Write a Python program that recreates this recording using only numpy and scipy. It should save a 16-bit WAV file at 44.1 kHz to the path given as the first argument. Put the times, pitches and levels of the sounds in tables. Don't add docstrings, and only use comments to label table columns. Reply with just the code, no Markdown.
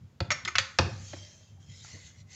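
import sys
import numpy as np
from scipy import signal
from scipy.io import wavfile
from scipy.ndimage import uniform_filter1d

SR = 44100
rng = np.random.default_rng(int(sys.argv[2]) if len(sys.argv) > 2 else 0)


def makeup_ratio(level_db):
    decades = np.asarray(level_db, float) / 20
    return 10 ** decades


def file_out(sig):
    cols = np.atleast_2d(sig).T
    lim = np.clip(cols, -1, 1)
    pcm = np.round(lim * 32767).astype(np.int16)
    wavfile.write(sys.argv[1], SR, pcm)


N = 103635

# start_s, level_db, table_boom_db, brightness_db (per octave)
THUDS = [
    (0.2041, -22, -2, -1.5),
    (0.787, -12, -6.5, 0),
    (1.1318, -36, -9, -1.5),
    (1.165, -48, -12.5, -1),
]
# mode_hz, level_db, t60_s
TABLE = [(77, -27.5, 0.13), (84, -14.5, 0.27), (96.1, 1, 0.25), (136.6, -5, 0.2), (159.9, -6.5, 0.17),
         (220, -12.5, 0.14)]


def evened(x):
    return x / np.sqrt(np.mean(x ** 2) + 1e-20)


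def read(points, hz):
    f, value = np.transpose(points)
    return np.interp(np.log(hz + 1), np.log(f + 1), value)


def colour(x, points):
    hz = abs(np.fft.fftfreq(8192, 1 / SR))
    log_gain = read(points, hz) * np.log(10) / 20
    response = np.exp(np.conj(signal.hilbert(log_gain)))
    taps = np.fft.ifft(response).real[:4096]
    return signal.oaconvolve(x, taps)[:len(x)]


def add(mix, s, sound):
    part = mix[round(s * SR):][:len(sound)]
    part += sound[:len(part)]


def ring(modes, bright_db=0, pitch=1, bend_s=0, length=1):
    t = np.arange(SR // 2)[:, None] / SR
    hz, db, t60 = np.transpose(modes)
    level_luck, pitch_luck = rng.standard_normal((2, len(hz)))
    db = db + 2.0 * level_luck + bright_db * np.log2(hz / 2000)
    rise_s = 0.0001 + bend_s * np.sqrt(500 / hz)
    rise = 1 - np.exp(-(t / rise_s) ** 2)
    decay = makeup_ratio(db - 60 * t / (t60 * length))
    tones = np.sin(2 * np.pi * hz * pitch * (1 + 0.0088 * pitch_luck) * t)
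    y = (decay * rise * tones).sum(1)
    return y / abs(y).max()


def crack(points, t60, bright_db):
    t = np.arange(SR // 2) / SR
    tilted = [(f, db + bright_db * np.log2(f / 2000)) for f, db in points]
    y = colour(rng.standard_normal(len(t)) * makeup_ratio(-60 * t / t60), tilted)
    return y / abs(y).max()


def air():
    # freq_hz, level_db
    room_tone = [(20, -24), (100, 0), (250, -9.5), (560, -12.5), (900, -17), (2000, -22), (7500, -28.5),
                 (16000, -45)]
    return makeup_ratio(-61) * evened(colour(rng.standard_normal(N + SR), room_tone)[SR:])


def table():
    # start_s, level_db, ring_length_factor
    wobbles = [(.0, -42, 0.93), (0.037, -40.5, 0.26), (0.225, -37.5, 0.2), (0.282, -32.5, 0.97),
               (0.331, -46, 1), (0.433, -39.5, 0.93), (0.557, -37, 0.53), (0.599, -33.5, 0.61),
               (0.69, -46, 0.55), (0.81, -24, 0.76), (0.863, -26, 0.7), (0.923, -28.5, 1),
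               (0.997, -37.5, 0.54), (1.027, -37.5, 0.47), (1.101, -39.5, 0.95), (1.164, -42.5, 1.0),
               (1.206, -43.5, 0.99), (1.353, -53, 0.74), (1.4, -54, 0.78), (1.489, -47, 1),
               (1.517, -42.5, 0.96), (1.583, -43.5, 0.94), (1.686, -39, 0.74), (1.808, -42.5, 1),
               (1.933, -39, 1), (2.017, -46, 0.48), (2.048, -42.5, 0.17), (2.168, -44.5, 1.0),
               (2.207, -43, 1), (2.248, -46, 1)]
    soft_s = 0.009
    tremble = rng.standard_normal(N + SR)
    hum = signal.oaconvolve(tremble, ring(TABLE, bend_s=0.0013))[SR:SR + N]
    out = makeup_ratio(-53) * evened(hum)
    for s, db, length in wobbles:
        add(out, max(s - soft_s, 0), makeup_ratio(db + 2.5) * ring(TABLE, bend_s=soft_s, length=length))
    return out


def rub():
    # time_s, effort_db, near_handle_load (0-1), far_handle_load (0-1)
    roll = [(0.202, -74, .3, .3), (.78, -53, .4, 0.3), (.95, -44, .4, .1), (1.091, -40, 0.2, 0.2),
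            (1.17, -41, .5, .7), (1.24, -44.5, .6, 0.7), (1.34, -48, .3, 0.64), (1.45, -55.5, 0.4, 1),
            (1.479, -57, .3, .8), (1.592, -67, 0.08, 1), (1.606, -55, 0.8, .4), (1.661, -57, .1, 1),
            (1.7, -49.5, 0.6, .9), (1.799, -46, .8, .7), (1.885, -40.5, 0.6, 0), (2.071, -45, .7, 0),
            (2.13, -53.5, 0.8, 0), (2.214, -52, 1, 0), (2.251, -76, 0.97, 0.3), (2.286, -57.5, 1, 0.2),
            (2.319, -43, 0.9, 0)]
    # freq_hz, level_db
    friction = [(200, -26.5), (550, -10.5), (1000, -17), (1600, -7.5), (2500, -5.5), (4500, -3.5),
                (6500, -1), (16000, -6)]
    # centre_hz, width_hz, gain_db
    tube = [(4250, 300, 2.5), (5300, 240, 2), (6300, 900, 3.5), (7700, 250, -3.5)]
    # centre_hz, width_hz, gain_db
    near_handle = (2050, 220, 16)
    # centre_hz, width_hz, gain_db
    far_handle = (3180, 80, 20)

    grains_per_s, grain_share = 3000, 0.36
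    grain_size = makeup_ratio(2.5 * np.minimum(rng.exponential(1, N), 5))
    grit = grain_size * (rng.random(N) < grains_per_s / SR) * rng.standard_normal(N)
    drive = grain_share * evened(grit) + (1 - grain_share) * rng.standard_normal(N)
    hz, t, z = signal.stft(drive, SR, nperseg=512, noverlap=384)

    def drift(noise, bins, frames):
        smooth = uniform_filter1d(noise, size=bins, axis=0)
        return evened(uniform_filter1d(smooth, size=frames, axis=1))

    def bump(centre_hz, width_hz, gain_db):
        return (gain_db / (1 + (2 * (hz - centre_hz) / width_hz) ** 2))[:, None]

    noise = rng.standard_normal(z.T.shape).T
    blobs = drift(noise[::-1], 9, 18)
    patches = drift(noise, 2, 36)
    s, effort_db, near, far = np.transpose(roll)
    near = np.clip(np.interp(t, s, near), 0, 1)
    far = np.clip(np.interp(t, s, far), 0, 1)
    peaks_db = sum(bump(*row) for row in tube)
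    peaks_db = peaks_db + near * bump(*near_handle) + far * bump(*far_handle)
    z = z * makeup_ratio(read(friction, hz)[:, None] + peaks_db + 3.0 * patches + 2.5 * blobs)
    hiss = evened(signal.istft(z, SR, nperseg=512, noverlap=384)[1][:N])
    return hiss * makeup_ratio(np.interp(np.arange(N) / SR, s, effort_db))


def gives():
    # start_s, level_db, pitch_hz, t60_s
    fuzzy_notes = [(0.2036, -30, 4600, .02), (.31, -34.5, 571, .15), (.44, -48, 185, .2),
                   (0.449, -36, 3400, .02), (.465, -46.5, 354, .35), (.478, -26, 2200, .03),
                   (.555, -42.5, 697, 0.14), (.5545, -31, 4900, .016), (0.582, -23.5, 4220, .03),
                   (.583, -24.5, 6120, .02), (.585, -37.5, 533.7, .3), (.788, -26, 4320, .025),
                   (0.789, -29, 1310, .08), (.792, -29, 946, .1), (0.794, -30.5, 449, .12),
                   (.8, -37, 220, .2), (1.133, -35, 568, 0.032), (1.133, -45.5, 297, 0.17),
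                   (1.133, -41.5, 1940, .03), (1.21, -58, 594, 0.87), (1.4, -65.5, 600, 0.38),
                   (1.57, -63, 802, 0.27), (1.94, -54.5, 490, 0.2), (1.945, -54.5, 308, 0.17),
                   (1.95, -58, 623, .12), (1.133, -46.5, 806, .06), (1.134, -50.5, 426, 0.06),
                   (.588, -27, 1775, 0.029), (.583, -24, 3100, .02), (0.48, -37, 948, .04),
                   (1.969, -59, 1054, 0.12), (.86, -38.5, 375, 0.14)]
    out = np.zeros(N)
    for s, db, hz, t60 in fuzzy_notes:
        offsets = rng.uniform(-2, 2, size=5)
        cluster = [(hz * (1 + 0.05 * u), -4 * abs(u), t60) for u in offsets]
        add(out, s, makeup_ratio(db + 6) * ring(cluster, bend_s=0.004))
    return out


def thuds():
    # mode_hz, level_db, t60_s
    tray_modes = [(267, -8, 0.067), (350, -3, 0.055), (539.5, -2.5, 0.049), (683, 2.5, 0.026),
                  (845, -5.5, 0.038), (1080, -10, 0.036), (1350, -7, 0.029), (2053, -9, 0.029),
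                  (2524, -6, 0.044), (2820, -11.5, 0.013), (4274, -8, 0.0098)]
    # freq_hz, level_db
    tray_crack = [(150, -45), (400, -7), (800, -1), (1300, 4), (2550, -2.5), (4500, 2.5), (7000, -13),
                  (16000, -11)]
    out = np.zeros(N)
    for s, db, boom_db, bright_db in THUDS:
        tray = ring(tray_modes, bright_db, bend_s=0.005)
        tray = tray + makeup_ratio(5.5) * crack(tray_crack, 0.03, bright_db)
        boom = ring(TABLE, bend_s=0.0072, length=0.29)
        add(out, s, makeup_ratio(db + 4.5) * (tray + makeup_ratio(1 + boom_db) * boom))
    return out


def shudder():
    # freq_hz, level_db
    blur = [(120, -20), (250, 0.5), (500, -0.5), (950, -1), (1500, -5), (3000, -14), (6000, -25)]
    out = np.zeros(N)
    rise = np.minimum(np.arange(SR // 2) / SR / 0.009, 1)
    for s, db, boom_db, bright_db in THUDS:
        add(out, s, makeup_ratio(db - 16) * rise * crack(blur, 0.41, 0))
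    return out


def clacks():
    # start_s, level_db, brightness_db (per octave), pitch_factor, ring_db (against crack)
    knocks = [(0.3047, -14.5, 0, 1.05, 7), (0.3089, -17, -3.5, 0.98, 10), (0.3141, -16.5, 5.5, 1.05, -2.5),
              (0.3175, -18, 2.5, 0.9, 8), (0.3212, -20, 1.5, 0.88, 8), (0.329, -31.5, 0.5, 1.1, 6.5),
              (0.4502, -25, 3, 1.0, -3.5), (0.4525, -25, 4, 0.82, -8), (0.4575, -29, -3.5, 0.9, 8),
              (0.4764, -24, -1.5, 1.04, 12), (0.4797, -26, 6, 1.04, 1.5), (0.484, -25, -3, 0.89, 7.5),
              (0.554, -12.5, -4.5, 1.1, 3), (0.5559, -19.5, 1, 0.93, 5.5), (0.558, -18.5, -3, 1.3, -1.5),
              (0.5831, -6.5, 1, 1.02, -12), (0.5844, -15, 3, 0.93, -2), (0.588, -15, -1, 0.97, -0.5),
              (0.5965, -25, -1, 1.1, -2), (0.852, -42, 4, 0.62, 3), (0.858, -35.5, -2.5, 1.15, 5),
              (1.847, -46, -2, .61, 9)]
    # mode_hz, level_db, t60_s
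    pin_modes = [(1300, -9.5, .015), (1420, -5.5, 0.033), (1690, -11.5, 0.0068), (1759, -12, .02),
                 (2017, -0.5, 0.032), (2230, -1, 0.039), (2660, -8.5, .02), (3590, -3, 0.0076),
                 (4280, -14.5, 0.011), (4900, -9, 0.016), (5290, -17.5, .015), (6290, -11, 0.054),
                 (7120, -17.5, .015)]
    # freq_hz, level_db
    pin_crack = [(300, -62.5), (800, -15), (1300, 5), (2400, 1.5), (4200, 1), (5200, -4.5), (6300, -7),
                 (16000, -17.5)]
    out = np.zeros(N)
    for s, db, bright_db, pitch, ring_db in knocks:
        knock = makeup_ratio(ring_db) * ring(pin_modes, bright_db, pitch, 0.00039)
        knock = knock + makeup_ratio(4) * crack(pin_crack, 0.025, bright_db)
        add(out, s, makeup_ratio(db + 7.5) * knock / abs(knock).max())
    return out


def kitchen(x):
    # freq_hz, t60_s
    reverb = [(200, 0.61), (800, 0.49), (1400, 0.47), (3000, 0.38), (8000, 0.37)]
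    # delay_s, level_db
    echoes = [(.0031, -21.5), (.0054, -19.5), (.0092, -21.5), (0.0143, -26), (0.0212, -21.5)]
    out = np.zeros(N)
    turn = np.arange(N) / SR * 23
    for k in range(3):
        taps = np.zeros(SR)
        at = np.arange(200, SR - 20, 20)
        taps[at + rng.integers(0, 20, len(at))] = rng.choice([-1., 1.], len(at))
        hz, t, z = signal.stft(taps, SR, nperseg=256)
        decay = makeup_ratio(-60 * t / read(reverb, hz)[:, None])
        tail = signal.istft(z * decay, SR, nperseg=256)[1]
        share = np.sqrt(2 / 3) * np.cos(np.pi * (turn + k / 3))
        out += signal.fftconvolve(x * share, makeup_ratio(-9.5) * tail / np.linalg.norm(tail))[:N]
    for s, db in echoes:
        add(out, s, makeup_ratio(db) * x)
    return out


def scene():
    rolling = rub()
    hits = thuds() + clacks()
    reflected = kitchen(hits + makeup_ratio(-14) * rolling)
    mix = hits + rolling + reflected + table() + gives() + shudder() + air()
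    return mix[None]


def top_cut(x):
    return signal.sosfilt(signal.butter(12, 15750, fs=SR, output="sos"), x)


def record(dry):
    # freq_hz, gain_db
    mic = [(20, -21.5), (70, -5.5), (7300, -6.5), (7800, -17), (8500, -40.5), (10500, -36.5),
           (12000, -45.5), (15500, -41.5)]
    x = colour(dry[0], mic) + makeup_ratio(-85.5) * rng.standard_normal(N)
    return top_cut(x[None])


dry = scene()
out = record(dry)
file_out(out)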